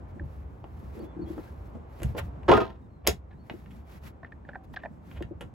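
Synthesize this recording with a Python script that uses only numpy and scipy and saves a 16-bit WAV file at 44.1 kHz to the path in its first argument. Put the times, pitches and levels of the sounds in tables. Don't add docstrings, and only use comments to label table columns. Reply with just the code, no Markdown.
import sys
import numpy as np
from scipy import signal
from scipy.fft import rfft, irfft
from scipy.io import wavfile
from scipy.ndimage import uniform_filter1d

SR = 44100
rng = np.random.default_rng(int(sys.argv[2]) if len(sys.argv) > 2 else 0)


def ratio_of_db(decibels):
    return 10 ** (np.asarray(decibels, float) / 20)


def inscribe(sig):
    pcm = np.round(np.clip(np.atleast_2d(sig).T, -1, 1) * 32767)
    wavfile.write(sys.argv[1], SR, pcm.astype(np.int16))


N = 244304
CLOCK = np.arange(N) / SR

# f/Hz, level/dB, t60/s
HATCH_MODES = [(147, -13, 0.088), (239, -3, 0.055), (297, -5.5, 0.049), (380, -0.5, 0.046), (409, 1, 0.077),
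               (510, -0.5, 0.044), (667, -3.5, 0.081), (774, 1, 0.031), (907, -2, 0.038), (1002, 2, 0.023),
               (1360, -0.5, 0.019), (1620, -8.5, 0.038), (2010, -15, 0.041)]
# f/Hz, lead of left/rad
AROUND_LEAD = [(0, 0), (260, -.2), (1120, 3.8), (2410, 5.8), (2930, 4.5), (5860, 6.7), (7580, 6.3),
               (11600, 12.3), (16700, 19.1)]


def colour(x, points):
    hz, db = np.transpose(points)
    bins = np.log(np.maximum(np.fft.rfftfreq(x.shape[-1], 1 / SR), 1))
    return irfft(rfft(x) * ratio_of_db(np.interp(bins, np.log(hz), db)), x.shape[-1])


def band(x, lo_hz, hi_hz, order=3):
    y = signal.sosfilt(signal.butter(order, [lo_hz, hi_hz], "bandpass", fs=SR, output="sos"), x)
    return y / np.abs(y).max()


def unit(x):
    return x / np.sqrt(np.mean(x ** 2))


def curve(s, db):
    return ratio_of_db(np.interp(CLOCK, s, db))


def walk(rate):
    hold = int(SR / rate)
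    steps = np.repeat(rng.standard_normal(N // hold + 1), hold)
    return 1.3 * uniform_filter1d(uniform_filter1d(steps, hold), hold)[:N]


def ports(x, lead):
    hz, rad = np.transpose(lead)
    turn = np.exp(.5j * np.interp(np.fft.rfftfreq(N, 1 / SR), hz, rad))
    return irfft(rfft(x) * np.array([turn, turn.conj()]), N)


def around(points):
    # f/Hz, level/dB
    spread = [(60, -20.5), (150, 0.5), (400, -0.5), (1000, 7), (3000, -0.5), (8000, 2.5), (15000, -20.5)]
    common = ports(rng.standard_normal(N), AROUND_LEAD)
    unrelated = colour(rng.standard_normal((2, N)), spread)
    return unit(colour(common + unrelated, points))


def add(out, s, sound):
    i = int(s * SR)
    piece = sound[:N - i]
    out[i:i + len(piece)] += piece


def burst(rise_ms, t60, length=.4):
    t = np.arange(int(length * SR)) / SR
    swell = np.minimum(t / (max(rise_ms, .1) / 1000), 1) ** 2
    fall = np.exp(-np.log(1000) * np.maximum(t - rise_ms / 1000, 0) / max(t60, .004))
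    return rng.standard_normal(len(t)) * swell * fall


def strike(modes, contact, swell_ms, scatter_db, detune=0.0086, turns=0):
    hz, db, t60 = np.transpose(modes)[:, :, None]
    t = np.arange(int(.3 * SR)) / SR
    chance = rng.standard_normal((3, len(hz), 1))
    phase = 2 * np.pi * (hz * (1 + detune * chance[1]) * t + chance[2])
    ring = ratio_of_db(db + scatter_db * chance[0]) * np.sin(phase)
    ring = ring * np.exp(-np.log(1000) * t / np.maximum(t60, .005))
    swell_s = swell_ms / 1000 + turns / hz
    ring = (ring * (1 - np.exp(-(t / swell_s) ** 2))).sum(axis=0)
    soft = signal.sosfilt(signal.butter(2, 0.74 * hz.max(), fs=SR, output="sos"), contact)
    y = signal.fftconvolve(ring, soft)
    return y / np.abs(y).max()


def whistles(notes, fade_db, waver_db):
    out = np.zeros(N)
    for s, length, from_hz, to_hz, arch_hz, db in notes:
        u = np.arange(int(length * SR)) / SR / length
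        edge = np.clip(np.minimum(u, 1 - u) * length / 0.009, 0, 1)
        hz = from_hz + (to_hz - from_hz) * u + arch_hz * np.sin(np.pi * u)
        level = np.sqrt(2) * ratio_of_db(db + fade_db * u) * edge
        add(out, s, level * np.sin(2 * np.pi * np.cumsum(hz) / SR))
    return out * ratio_of_db(waver_db * walk(49))


def crack(db, treble_db, low_db, rise_ms, t60, mid_hz, treble_hz=(7000, 12000)):
    x = burst(rise_ms, t60)
    treble = ratio_of_db(treble_db) * band(x, *treble_hz, order=2)
    low = ratio_of_db(low_db) * band(x, 260, 1000)
    return ratio_of_db(db) * (band(x, *mid_hz) + treble + low)


def hull():
    # f/Hz, width/Hz, level/dB
    resonances = [(69, 24.5, -0.5), (111, 90, -11)]
    hz = np.fft.rfftfreq(N, 1 / SR)
    shape = sum(ratio_of_db(db) / (1 + ((hz - centre) / (width / 2)) ** 2) for centre, width, db in resonances)
    noise = rng.standard_normal(N) + 0.17 * rng.standard_normal((2, N))
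    return unit(irfft(rfft(noise) * shape, N))


def thuds():
    # t/s, level/dB, t60/s
    heavy = [(0.24, -41.5, 0.34), (2.048, -31.5, 0.6), (2.249, -40.5, 0.32), (2.522, -35, 0.3),
             (3.099, -34, 0.36), (5.18, -44.5, 0.93)]
    rise_s = 0.056
    gain = np.zeros(N)
    for s, db, t60 in heavy:
        swell = np.clip((CLOCK - s) / rise_s + 1, 0, 1)
        gain += ratio_of_db(db) * swell * np.exp(-np.log(1000) * np.maximum(CLOCK - s, 0) / t60)
    return gain


def anchorage():
    # t/s, murmur level/dB, wash level before its lift/dB, rumble level/dB
    course = [(0.0, -54, -56.5, -44.5), (0.62, -53.5, -59, -43.5), (1.16, -50.5, -53.5, -45.5),
              (1.56, -53.5, -57, -44), (2.5, -51, -54, -45.5), (2.849, -55, -63, -50.5),
              (4.0, -55.5, -60.5, -48), (4.9, -54, -61, -52), (5.54, -53, -60.5, -46)]
    # f/Hz, level/dB per Hz
    murmur_spectrum = [(80, -16), (120, -5), (190, 0.5), (300, -9), (500, -26), (800, -51.5)]
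    # f/Hz, level/dB per Hz
    wash_spectrum = [(150, -40.5), (250, -5), (360, -6.5), (795, -12.5), (3120, -35.5), (4650, -47),
                     (16000, -63)]
    s, murmur_db, wash_db, rumble_db = np.transpose(course)
    rumble = hull() * (curve(s, rumble_db) + thuds())
    murmur = around(murmur_spectrum) * curve(s, murmur_db) * ratio_of_db(3.9 * walk(22))
    wash_lift = ratio_of_db(0.26 * walk(2.1) + 4.5)
    wash = around(wash_spectrum) * curve(s, wash_db) * wash_lift
    return rumble + murmur + wash


def bird():
    # start t/s, length/s, first f/Hz, last f/Hz, arch/Hz, level at the start before wavering/dB
    notes = [(.994, .048, 4050, 3600, 800, -65), (1.045, .1, 3400, 3400, 50, -70),
             (1.21, .045, 4200, 3600, 520, -67), (1.256, .048, 3300, 3450, -80, -65),
             (2.815, .055, 3770, 3680, 0, -83), (2.895, .135, 4280, 3990, 0, -83),
             (3.3, .097, 4180, 4350, -470, -81), (3.39, .075, 4360, 4480, 0, -79),
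             (3.75, .13, 3450, 3300, 0, -83)]
    song = whistles(notes, fade_db=-5.5, waver_db=2.5)
    blur = signal.fftconvolve(song, unit(burst(4, .15, 0.18)))[:N]
    return ports(song + ratio_of_db(-50) * blur, AROUND_LEAD)


def cloth():
    # middle t/s, level/dB, half length/s
    rustle = [(0.1, -69, 0.015), (0.344, -66, 0.074), (0.573, -74, 0.089), (0.852, -64.5, 0.12),
              (0.966, -61, 0.028), (1.044, -60, 0.018), (1.311, -57, 0.034), (1.435, -58.5, 0.067),
              (1.64, -66.5, 0.071), (1.978, -62, 0.059), (2.07, -56, 0.053), (2.187, -39, 0.012),
              (2.238, -57, 0.032), (3.558, -62, 0.082), (3.756, -63, 0.049), (3.931, -56.5, 0.044),
              (4.065, -50.5, 0.027), (4.646, -61, 0.0075), (4.741, -55, 0.0085), (5.124, -60.5, 0.058)]
    # f/Hz, level/dB per Hz
    fabric = [(1000, 0), (2000, 1.5), (3500, -5), (6000, -11), (8500, -15), (11500, -4.5), (14000, -8.5),
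              (16000, -7)]
    swells = sum(ratio_of_db(db) * np.exp(-.5 * np.abs((CLOCK - s) / half) ** 2.6) for s, db, half in rustle)
    bed = ratio_of_db(-91.5)
    return around(fabric) * ratio_of_db(1.3 * walk(120)) * (swells + bed)


def squeaks():
    # start t/s, length/s, first f/Hz, last f/Hz, arch/Hz, level at the start before wavering/dB
    tones = [(1.465, 0.039, 1470, 1850, 0, -65), (4.565, 0.19, 770, 774, 0, -63.5)]
    return whistles(tones, fade_db=-12.0, waver_db=6.5)


def deck(out):
    # t/s, peak/dB, main pitch f/Hz
    knocks = [(0.163, -39.5, 326), (0.205, -36.5, 316), (0.235, -32, 130), (1.225, -32, 196),
              (2.017, -32, 332), (2.042, -23, 134.5), (2.093, -30, 122), (3.08, -18.5, 417),
              (3.507, -32.5, 253.4), (3.536, -33.5, 357), (5.207, -28.5, 346), (5.244, -36.5, 131.6),
              (5.307, -31.5, 331), (5.364, -39, 162.5)]
    # ratio to the main pitch, level/dB, t60/s
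    deck_modes = [(0.549, -7, 0.04), (1.002, 1.5, 0.038), (1.201, -11, 0.021), (1.8, -6, 0.035),
                  (2.9, -22, 0.021)]
    # t/s, peak/dB
    creaks = [(1.025, -31), (1.163, -31.5), (1.189, -28.5), (1.215, -28.5), (1.238, -50), (1.266, -34),
              (1.299, -26.5), (1.323, -38), (1.367, -33.5), (1.381, -30.5)]
    # start t/s, length/s, peak/dB
    groans = [(.925, 0.152, -34), (1.155, 0.29, -42.5)]
    # t/s, peak/dB, rise/ms
    shuffles = [(1.73, -38, 24), (2.14, -26, 9.9), (2.157, -29.5, 11)]
    slips = [(s, db, 326 * (1 + 0.023 * rng.standard_normal())) for s, db in creaks]
    for blows, body in ((knocks, deck_modes), (slips, deck_modes[:3])):
        for s, db, hz in blows:
            modes = [(ratio * hz, mode_db, t60) for ratio, mode_db, t60 in body]
            push = np.hanning(int(SR / hz / 2))
            add(out, s, ratio_of_db(db) * strike(modes, push, 1100 / hz, 0.69))
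    for s, length, db in groans:
        rub = rng.standard_normal(N)[:int(length * SR)]
        rub_and_rest = np.r_[rub * np.hanning(len(rub)) ** .5, 0 * rub]
        add(out, s, ratio_of_db(db) * band(rub_and_rest, 200, 462, order=2))
    for s, db, rise_ms in shuffles:
        add(out, s, ratio_of_db(db) * band(burst(rise_ms, t60=0.066), 200, 610, order=2))


def gear(out):
    # t/s, peak of the middle band/dB, treble/dB, low/dB
    ticks = [(0.64, -45, -36, 13), (0.991, -53, 0, -4), (1.378, -54, -6, 22), (2, -47, -7, 8),
             (2.018, -40, -3, 7.5), (2.031, -31, 2.5, -2.5), (2.431, -45, -21, -4),
             (3.4965, -26.5, -44, -4), (3.659, -48, -25, 0), (5.112, -41, -27, -5), (5.205, -48, -20, 14),
             (5.223, -32, -14, -12)]
    # t/s, peak of the middle band/dB, treble/dB,
    # low/dB, rise/ms
    scuffs_and_tick = [(2.175, -29, -15, -0.5, 6.4), (3.037, -48, -40, 7.5, 14), (3.698, -52, -8, -27, 12),
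                       (5.129, -46, -17, -1, 46), (5.408, -33, -10.5, -1, 0.72)]
    # t from the crack/ms, peak of the middle band/dB, treble/dB,
    # low/dB, t60/s
    slap = [(-6.5, -18, -7, -1.5, 0.039), (-0.55, -10, 8, -14.5, 0.016), (1.5, -19.5, -3, -9.5, 0.12)]
    slap_s = 3.0732
    for s, db, treble_db, low_db in ticks:
        add(out, s, crack(db, treble_db, low_db, rise_ms=1.47, t60=0.018, mid_hz=(1450, 3100)))
    for s, db, treble_db, low_db, rise_ms in scuffs_and_tick:
        add(out, s, crack(db, treble_db, low_db, rise_ms, t60=0.075, mid_hz=(1500, 3200)))
    for ms, db, treble_db, low_db, t60 in slap:
        piece = crack(db, treble_db, low_db, 1.2, t60, mid_hz=(1700, 4600), treble_hz=(5000, 15000))
        add(out, slap_s + ms / 1000, piece)


def hinge(out):
    # t/s, peak of the upper modes/dB, low modes/dB, crack/dB (both relative)
    clicks = [(0.194, -35, -7, -24), (4.2283, -39.5, 1.5, -16), (4.2437, -34, -7.5, -23),
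              (4.3184, -39, -10.5, -18), (4.4468, -48.5, -3, -16), (4.4867, -34.5, 1.5, -12.5),
              (4.5303, -38, -10, -27), (4.5449, -37.5, -10, -22), (4.553, -32, 0, -27),
              (4.7365, -44, 2.5, -3), (4.76, -34.5, -6, -0.5), (4.766, -26.5, -11, -19),
              (4.7873, -51, 6, -3), (4.832, -32, -4, -19), (4.8469, -40, 9.5, -12), (4.8546, -32.5, 5, -25),
              (4.863, -48, 8, -23)]
    # f/Hz, level/dB, t60/s
    hinge_modes = [(634, -5.5, 0.043), (756, 0.5, 0.022), (968, 2, 0.018), (1590, -2.5, 0.024),
                   (1758, 10.5, 0.017), (2360, -7.5, 0.01)]
    # start t/s, length/s, peak of the rough rub/dB
    scrapes = [(3.299, 0.053, -50), (4.249, 0.037, -55), (4.444, 0.12, -50), (4.745, 0.14, -47.5)]
    for s, db, low_db, crack_db in clicks:
        contact = burst(3.29, 0.0087, .05)
        add(out, s, ratio_of_db(db) * strike(hinge_modes[3:], contact, 1.5, 1.8, detune=0.029))
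        add(out, s, ratio_of_db(db + low_db) * strike(hinge_modes[:3], contact, 0.66, 2.1, detune=0.054))
        add(out, s, ratio_of_db(db - 8) * band(contact, 600, 2200, order=4))
        add(out, s, ratio_of_db(db + crack_db) * band(burst(2.4, 0.042, .1), 1500, 3860))
    for s, length, db in scrapes:
        rub = rng.standard_normal(N)[:int(length * SR)]
        swell = np.hanning(len(rub))
        add(out, s, ratio_of_db(db - 5) * strike(hinge_modes, rub * swell ** .5, 0.6, 2.9))
        uneven = ratio_of_db(3.8 * walk(130)[:len(rub)])
        add(out, s, ratio_of_db(db) * band(rub * swell * uneven, 600, 2500, order=3))


def rail(out):
    # f/Hz, level/dB, t60/s
    rail_modes = [(1247.6, 0, 0.26), (2570, 2, 0.1), (3740, -10.5, 0.13)]
    # t/s, main mode before unevenness/dB, free/s,
    # upper modes before buzzing, relative to the main one/dB
    hits = [(2.532, -19, .043, -26), (2.601, -27, .054, -14)]
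    damped_t60_s = 0.023
    for s, db, free_s, upper_db in hits:
        contact = burst(1.4, 0.0037, .1)
        ring = strike(rail_modes[:1], contact, 4.0, 0, detune=0.002)
        held = np.maximum(np.arange(len(ring)) / SR - free_s, 0)
        ring_db = db - 60 * held / damped_t60_s + 3.5 * walk(110)[:len(ring)]
        add(out, s, ratio_of_db(ring_db) * ring)
        buzz = strike(rail_modes[1:], contact, 3.7, 1.1, detune=0.005)
        add(out, s, ratio_of_db(db + upper_db + 6 * walk(160)[:len(buzz)]) * buzz)


def rattle(out):
    start_s, rise_s, fall_s = 2.482, .012, .36
    since = CLOCK - start_s
    swell = np.clip(since / rise_s, 0, 1)
    taps = rng.standard_normal(N) * ratio_of_db(4.5 * walk(350)) * swell * ratio_of_db(-28 - 60 * (since / fall_s) ** 2)
    t = np.arange(int(.1 * SR)) / SR
    body = sum(ratio_of_db(db - 60 * t / t60) * np.sin(2 * np.pi * hz * t) for hz, db, t60 in HATCH_MODES)
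    shaken = signal.fftconvolve(taps, body / np.sqrt(np.sum(body ** 2)))[:N]
    clatter = ratio_of_db(4) * colour(taps, [(700, -19.5), (1500, 1.5), (3500, -7), (8000, -28)])
    add(out, 0, shaken + clatter)


def hatch(out):
    # t/s, peak of the modes/dB, crack relative to them/dB
    bangs = [(2.4799, -17.5, -15), (2.4847, -6.5, -16.5), (2.493, -5.5, -30.5), (2.5137, -6, -10.5),
             (2.525, -11, -18), (2.535, -19.5, 0), (2.575, -11.5, -18.5), (2.601, -19, -13)]
    for s, db, crack_db in bangs:
        contact = burst(1.4, 0.0037, .1)
        add(out, s, ratio_of_db(db) * strike(HATCH_MODES, contact, 0.81, 2.9, detune=0.029, turns=1))
        add(out, s, ratio_of_db(db - 9) * band(burst(1.9, 0.034), 330, 1200, order=2))
        add(out, s, ratio_of_db(db + crack_db) * band(burst(2.4, 0.034), 1400, 3300, order=2))


def deck_echoes(x):
    tone = [(70, -20), (250, -5.5), (800, -5.0), (4000, -10), (9000, -27.5)]
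    tails = np.array([unit(colour(burst(4.6, 0.12, 0.5), tone)) for _ in range(2)])
    return ratio_of_db(-53.0) * signal.fftconvolve(x[None], tails, axes=1)[:, :N]


def treble_echoes(x):
    tail = unit(colour(burst(8.9, 0.11, 0.37), [(2000, -21.5), (6000, 1.5), (15000, -8.5)]))
    return ratio_of_db(-56.5) * signal.fftconvolve(x, tail)[:N]


def scene():
    # f/Hz, lead of left/rad
    near_lead = [(0, 0), (520, .3), (1290, -.9), (1890, -.1), (4300, -1.3), (5900, 1.2), (6450, -.6),
                 (8350, 1.9), (9900, 3.4), (10500, 5.6), (12400, 7.2), (14700, 9.8), (15500, 12.3),
                 (16700, 13)]
    near = squeaks()
    for source in (deck, gear, rattle, hatch):
        source(near)
    clicks = np.zeros(N)
    hinge(clicks)
    rail(clicks)
    pan = ratio_of_db(np.array([[-0.75], [0.75]]))
    direct = ports(near + clicks + treble_echoes(near), near_lead) * pan
    wet = deck_echoes(near + ratio_of_db(-14) * clicks)
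    return anchorage() + bird() + cloth() + wet + direct


def top_cut(x):
    return signal.sosfilt(signal.butter(12, 17150, fs=SR, output="sos"), x)


def record(dry):
    mix = colour(dry, [(20, -16.5), (45, 1.0), (15900, -3.0), (16500, -27.5)])
    return top_cut(mix)


dry = scene()
out = record(dry)
inscribe(out)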